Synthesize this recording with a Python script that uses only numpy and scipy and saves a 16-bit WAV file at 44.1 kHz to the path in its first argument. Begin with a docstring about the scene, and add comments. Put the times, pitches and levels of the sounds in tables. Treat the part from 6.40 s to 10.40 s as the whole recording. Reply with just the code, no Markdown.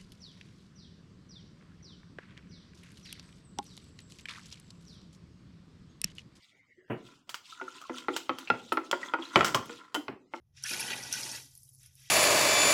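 """Knocks, drags, squeaks and wet smacks: a soft spatula stirs batter in a thick bowl on a kitchen counter.
It excites damped modes of the bowl, bumps a wooden spoon and at times jolts the counter into low thuds.
Friction is a train of small slips through wall resonances; batter and quiet air are shaped noise, and a faint,
narrow noise band glides down. A small hard room answers; a microphone with a noise suppressor picks it up."""
import sys
import numpy as np
from scipy import signal
from scipy.fft import rfft, irfft, next_fast_len
from scipy.io import wavfile
from scipy.ndimage import uniform_filter1d, map_coordinates

SR = 44100
rng = np.random.default_rng(int(sys.argv[2]) if len(sys.argv) > 2 else 0)


def how_loud(loudness_db):
    """Turn decibels into a plain amplitude multiplier (0 dB gives 1, 20 dB gives 10)."""
    steps = np.asarray(loudness_db, float) / 20
    return 10 ** steps


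def bounce(signal):
    """Save signal as a 16-bit WAV file at the path given by the first command-line argument."""
    frames = np.transpose(np.atleast_2d(signal))
    limited = np.clip(frames, -1, 1)
    pcm = np.round(limited * 32767).astype(np.int16)
    wavfile.write(sys.argv[1], SR, pcm)


N = 176400

# spectrum of the kitchen's quiet air: freq_hz, level_db
AIR = [(60, 14), (200, -11), (420, -6.5), (1200, -13.5), (2500, -17), (8000, -24.5), (10000, -39.5)]
BLOW_T = np.arange(SR // 4) / SR  # time within one blow (s)
BOWL_CUT = signal.butter(2, 230, "high", fs=SR, output="sos")  # a small bowl radiates little bass


def unit(x):
    """Normalization by energy: rms 1."""
    return x / np.sqrt(np.mean(x ** 2) + 1e-20)


def top(x):
    """Normalization by extreme value: peak 1."""
    return x / np.abs(x).max()


def along(points, hz):
    """Interpolation of (Hz, value) points on a logarithmic frequency axis."""
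    f, v = np.transpose(points)
    return np.interp(np.log(hz + 1), np.log(f + 1), v)


def decay(t, t60_s):
    """Exponential damping: the level falls by 60 dB in t60_s."""
    return how_loud(-60 * t / t60_s)


def onset(t, rise_s):
    """Exponential build-up towards 1 with time constant rise_s."""
    return 1 - np.exp(-t / rise_s)


def filtered(x, response):
    """Linear filtering: the spectrum of x times a response of frequency."""
    size = next_fast_len(len(x) + 8192)
    spectrum = rfft(x, size) * response(np.fft.rfftfreq(size, 1 / SR))
    return irfft(spectrum, size)[:len(x)]


def hiss(spectrum, size):
    """Spectral shaping: white noise coloured by (Hz, dB) points, rms 1."""
    return unit(filtered(rng.standard_normal(size), lambda hz: how_loud(along(spectrum, hz))))


def wobble(rate):
    """Slow random modulation: a smooth curve through rate random knots a second."""
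    knots = rng.standard_normal(int(N * rate / SR) + 4)
    return map_coordinates(knots, [np.arange(N) * rate / SR])


def patchy(x):
    """Random time-frequency modulation: small patches swell and sink like uneven wetness; rms 1."""
    z = signal.stft(x, nperseg=256)[2]
    field = rng.standard_normal(z.shape)
    field = uniform_filter1d(uniform_filter1d(field, 5, 0), 5, 1)
    return unit(signal.istft(z * how_loud(3.5 * unit(field)), nperseg=256)[1][:len(x)])


def ring(modes, t, soft_s):
    """Modal synthesis: damped modes, scattered anew each time, driven by a soft, chattering contact; peak 1."""
    hz, db, t60 = np.transpose(modes)[:, :, None]
    hz = hz * (1 + 0.037 * rng.standard_normal(hz.shape))
    db = db + 3 * rng.standard_normal(hz.shape)
    modal = (how_loud(db) * decay(t, t60) * np.sin(2 * np.pi * hz * t)).sum(0)
    touches = rng.random(len(t)) < 500 / SR  # 500 a second on average
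    chatter = touches * rng.standard_normal(len(t)) * decay(t, 0.03)
    pulse = np.hanning(3 + round(soft_s * SR))  # softness spreads each touch in time
    contact = np.convolve(0.51 * chatter + (t == 0), pulse)[:len(t)]
    return top(signal.fftconvolve(modal, contact)[:len(t)])


def room(x):
    """Statistical reverberation: a fresh noise tail in which each frequency dies at its own speed."""
    # reverberation time of the small hard room: freq_hz, t60_s
    decay_times = [(150, 0.79), (500, 0.43), (1500, 0.26), (5000, 0.35), (12000, 0.31)]
    hz, t, z = signal.stft(rng.standard_normal(SR // 2), SR, nperseg=256)
    tail = signal.istft(z * decay(t, along(decay_times, hz)[:, None]), SR, nperseg=256)[1]
    tail = np.pad(tail / np.linalg.norm(tail), (200, 0))  # delay in samples ahead of the tail
    return how_loud(-10.5) * signal.fftconvolve(x, tail)


def add(out, start_s, blow):
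    """Superposition: adds a blow and the room's answer from start_s on."""
    i, wet = round(start_s * SR), room(blow)
    out[i:i + len(blow)] += blow
    out[i:i + len(wet)] += wet


def air():
    """Stationary coloured noise: the kitchen's quiet air."""
    return how_loud(-56.5) * hiss(AIR, N)


def gliding_band():
    """Amplitude modulation: noise on a falling carrier, a faint narrow band perhaps left by the suppressor."""
    # path of the band: time_s, centre_hz, level_db
    glide = [(0, 2150, -66.5), (0.304, 2090, -70), (0.502, 1700, -64.5), (.52, 1650, -110)]
    s, hz, db = np.transpose(glide)
    t = np.arange(N) / SR
    carrier = np.sin(2 * np.pi * np.cumsum(np.interp(t, s, hz)) / SR)
    band = unit(wobble(450)) * how_loud(3 * wobble(25)) * carrier
    return how_loud(np.interp(t, s, db)) * band


def thuds():
    """Structure-borne sound: the bowl jolts the counter, whose low modes ring under a gritty rattle."""
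    # jolts: start_s, level_db, grit_db (rattle over the modes)
    jolts = [(0.498, -18, -10), (1.906, -35, -13), (2.112, -24.5, -14), (2.958, -15, -2.5),
             (3.149, -16.5, -13.5), (3.682, -36.5, 0)]
    # counter modes: freq_hz, level_db, t60_s
    counter = [(117.5, -4.5, 0.14), (139, 9, 0.046), (166.2, -1, 0.13)]
    # rattle spectrum: freq_hz, level_db
    grit_spectrum = [(150, 2), (350, 6), (1500, -8), (2900, -12.5), (4000, -45.5)]
    out, t = np.zeros(N + SR), BLOW_T
    for start_s, level_db, grit_db in jolts:
        grit = how_loud(grit_db) * decay(t, 0.21) * onset(t, 0.0066) * hiss(grit_spectrum, len(t))
        add(out, start_s, how_loud(level_db) * (ring(counter, t, 0.00033) * onset(t, 0.015) + grit))
    return out[:N]


def stirring():
    """Friction and flow noise: each pass jerks the wall into resonance and swishes the batter in fine grains."""
    # passes of the blade: middle_s, half_length_s, friction_db, swish_db
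    strokes = [(0.034, 0.13, -83, -67.5), (0.681, 0.099, -61, -63), (1.107, 0.062, -63, -55.5),
               (1.362, 0.15, -57, -56.5), (1.582, 0.049, -50.5, -52.5), (1.766, 0.066, -57, -51.5),
               (2.02, 0.049, -56.5, -60), (2.19, 0.26, -63, -60), (2.47, 0.031, -71, -61.5),
               (2.65, 0.06, -46, -52.5), (2.852, 0.06, -54.5, -55.5), (2.979, 0.034, -36, -45.5),
               (3.056, 0.12, -41, -51.5), (3.326, 0.064, -58.5, -54.5), (3.445, 0.082, -57.5, -68.5),
               (3.963, 0.03, -64, -59)]
    # resonances of the rubbed wall: freq_hz, width_hz, level_db
    resonances = [(287, 23, -4), (1009, 49, -4), (1370, 66, -2.5), (2010, 250, -15.5)]
    # batter spectrum: freq_hz, level_db
    swish_spectrum = [(1500, -33), (2600, -9.5), (3500, -8), (4300, -12), (7600, -17), (10000, -28.5),
                      (16000, -39.5)]
    s, half, drag_db, swish_db = np.transpose(strokes)[:, :, None]
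    bell = np.exp(-((np.arange(N) / SR - s) / half) ** 2)

    def wall(f):
        """Resonance: a sum of band-pass responses with alternating signs."""
        total = 0
        for k, (centre, width, db) in enumerate(resonances):
            total = total + (-1) ** k * how_loud(db) * 1j * f * width / (centre ** 2 - f ** 2 + 1j * f * width)
        return total

    slips = (rng.random(N) < 350 / SR) * how_loud(3 * rng.standard_normal(N))  # 350 a second, uneven by 3 dB
    slips = slips + 0.0054 * rng.standard_normal(N)
    drag = unit(filtered(slips, wall)) * how_loud(3.22 * wobble(29.65))
    drag = drag * (how_loud(drag_db) * bell).sum(0)
    grains = how_loud(2 * wobble(45) + 2.5 * wobble(500))
    swish = patchy(hiss(swish_spectrum, N)) * grains * (how_loud(swish_db) * bell).sum(0)
    return drag + swish + room(drag + swish)[:N]


def damped_tones():
    """Damped oscillation: single dying tones, heard as squeaks, pops and two soft low bowl notes."""
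    # tones: start_s, peak_db (ahead of the room), pitch_hz (scattered a little by ring)
    tones = [(0.379, -52, 363), (1.124, -39, 1380), (1.174, -48, 1370), (1.198, -35, 1364),
             (1.279, -31, 1402), (1.421, -39, 1360), (1.439, -41, 1370), (1.453, -44.5, 1080),
             (1.542, -38, 1370), (2.074, -31, 2670), (2.63, -29, 1860), (2.685, -35.5, 3360),
             (2.822, -31.5, 3240), (2.853, -37.5, 4100), (3.147, -16, 1071), (3.167, -26.5, 1100),
             (3.574, -30, 283.6)]
    out, t = np.zeros(N + SR), BLOW_T
    for start_s, peak_db, hz in tones:
        tone = ring([(hz, 0, 40 / hz)], t, 0.0001)  # 40 cycles until 60 dB down
        add(out, start_s, how_loud(peak_db) * top(tone * onset(t, 0.004)))
    return out[:N]


def clacks():
    """Impact of wet solids: spoon and spatula clack, a decaying noise burst over the spoon's short modes."""
    # clacks: start_s, level_db, t60_s (noise burst), spray_db (top octave over the rest)
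    bumps = [(0.8931, -33.5, 0.12, -12), (0.9434, -29, 0.098, -38), (1.415, -40.5, 0.064, -18),
             (1.5836, -34.5, 0.033, -29), (1.7642, -21, 0.073, -14.5), (1.9855, -33.5, 0.061, -8.5),
             (2.3247, -31.5, 0.045, -2), (2.5131, -19.5, 0.031, -29), (2.9602, -18.5, 0.0079, -57.5),
             (3.046, -19, 0.18, -17), (3.0806, -28.5, 0.033, -18.5), (3.1465, -17.5, 0.075, -17.5),
             (3.257, -45.5, 0.038, 0), (3.5446, -25.5, 0.086, -8)]
    # spoon modes: freq_hz, level_db, t60_s
    spoon = [(1350, -2, .015), (3200, 0, .01), (5000, -4, .006), (7600, -5, .006)]
    # spectra of the wet smack and of its top octave: freq_hz, level_db
    smack_spectrum, spray_spectrum = [(600, -39.5), (900, -7.5), (2000, -10.5), (3200, -12.5),
                                      (7600, -13.5), (9500, -26.5)], [(7000, -27), (8500, -1), (14700, -6), (16500, -12)]
    out, t = np.zeros(N + SR), BLOW_T
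    for start_s, level_db, t60_s, spray_db in bumps:
        burst = hiss(smack_spectrum, len(t)) + how_loud(spray_db) * hiss(spray_spectrum, len(t))
        smack = how_loud(-2.5) * decay(t, t60_s) * burst / 2
        clack = smack + how_loud(5.5) * ring(spoon, t, 0.0001)
        add(out, start_s, how_loud(level_db) * signal.sosfilt(BOWL_CUT, clack))
    return out[:N]


def knocks():
    """Modal excitation by impact: the spatula knocks the wall and rings the bowl's rim, belly and edge."""
    # knocks: start_s, level_db, belly_db (over the rim modes), edge_db (treble over the rim modes)
    hits = [(1.213, -24.5, -4.5, -22), (1.496, -22, -3, -23), (1.684, -11.5, -6.5, -24),
            (1.894, -10.5, -12, -17), (2.101, -8.5, -12.5, -12), (2.139, -27, -8, -20),
            (2.321, -11, -11, -14.5), (2.372, -12, -12, -19), (2.529, -8, -13.5, -23),
            (2.737, -9, -18, -18.5), (2.787, -24.5, -2.5, -31), (2.958, -3, -13.5, -6),
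            (3.008, -5, -31, -15), (3.029, -14, -14, -17.5), (3.145, -14, -13, -46),
            (3.295, -30.5, -0.5, -11), (3.549, -15.5, -10, -5.5), (3.56, -18, -13, -22.5),
            (3.682, -21.5, -8.5, -11), (3.937, -18, -12, -25.5)]
    # bowl modes from low to high: freq_hz, level_db, t60_s
    belly_modes, rim_modes, edge_modes = [(264.2, 2, 0.18), (321.6, 3.5, 0.13), (354, 7.5, 0.11),
                                          (490.6, -3.5, 0.17)], [(594, -10.5, 0.071), (905, 3, 0.049),
                                                         (1088, 8, 0.018), (1230, 4.5, 0.028),
                                                         (1358, 8, 0.048), (1820, -17, 0.018),
                                                         (1972, 9.5, 0.013)], [(2516, 23, 0.014), (2932, 8, 0.066),
                                                                      (5100, -22, 0.018)]
    # dull noise of the loaded bowl: freq_hz, level_db
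    body_spectrum = [(200, -19), (350, 4.5), (1400, -0.5), (2600, -13), (6000, -48.5)]
    crack_spectrum = [(2000, -44.5), (3000, 26), (6000, 6.5), (10000, -40)]
    out, t = np.zeros(N + SR), BLOW_T
    for start_s, level_db, belly_db, edge_db in hits:
        crack = how_loud(-8) * decay(t, 0.019) * hiss(crack_spectrum, len(t))
        body = how_loud(-13.5) * decay(t, 0.056) * onset(t, 0.0017) * hiss(body_spectrum, len(t))
        belly = how_loud(belly_db) * onset(t, 0.0052) * ring(belly_modes, t, 0.00022)
        rim = onset(t, 0.00045) * ring(rim_modes, t, 0.00016)
        edge = how_loud(edge_db) * (ring(edge_modes, t, 0.0002) + crack)
        add(out, start_s, how_loud(level_db) * signal.sosfilt(BOWL_CUT, rim + body + belly + edge))
    return out[:N]


def scene():
    """Superposition of all sources in one channel."""
    background = air() + gliding_band()
    return (background + thuds() + stirring() + damped_tones() + clacks() + knocks())[None]


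def roll_off(x):
    """The treble ends steeply here."""
    return signal.sosfilt(signal.butter(12, 16800, fs=SR, output="sos"), x)


def record(dry):
    """High-pass pickup and spectral subtraction: bass is cut and bands that stay near the air level sink."""
    heard = signal.sosfilt(signal.butter(4, 95, "high", fs=SR, output="sos"), dry[0])
    hz, _, z = signal.stft(heard, SR, nperseg=512)
    power = uniform_filter1d(uniform_filter1d(abs(z) ** 2, 3, 0), 7, 1)
    shape = how_loud(along(AIR, hz)) ** 2
    gate = how_loud(-57.5) ** 2 * shape / shape.sum()  # noise power expected in each band
    gain = np.maximum(1 - gate[:, None] / (abs(power) + 1e-20), how_loud(-29.5))  # never below -29.5 dB
    mix = signal.istft(z * gain, SR, nperseg=512)[1][None, :N]
    return roll_off(mix)


dry = scene()
out = record(dry)
bounce(out)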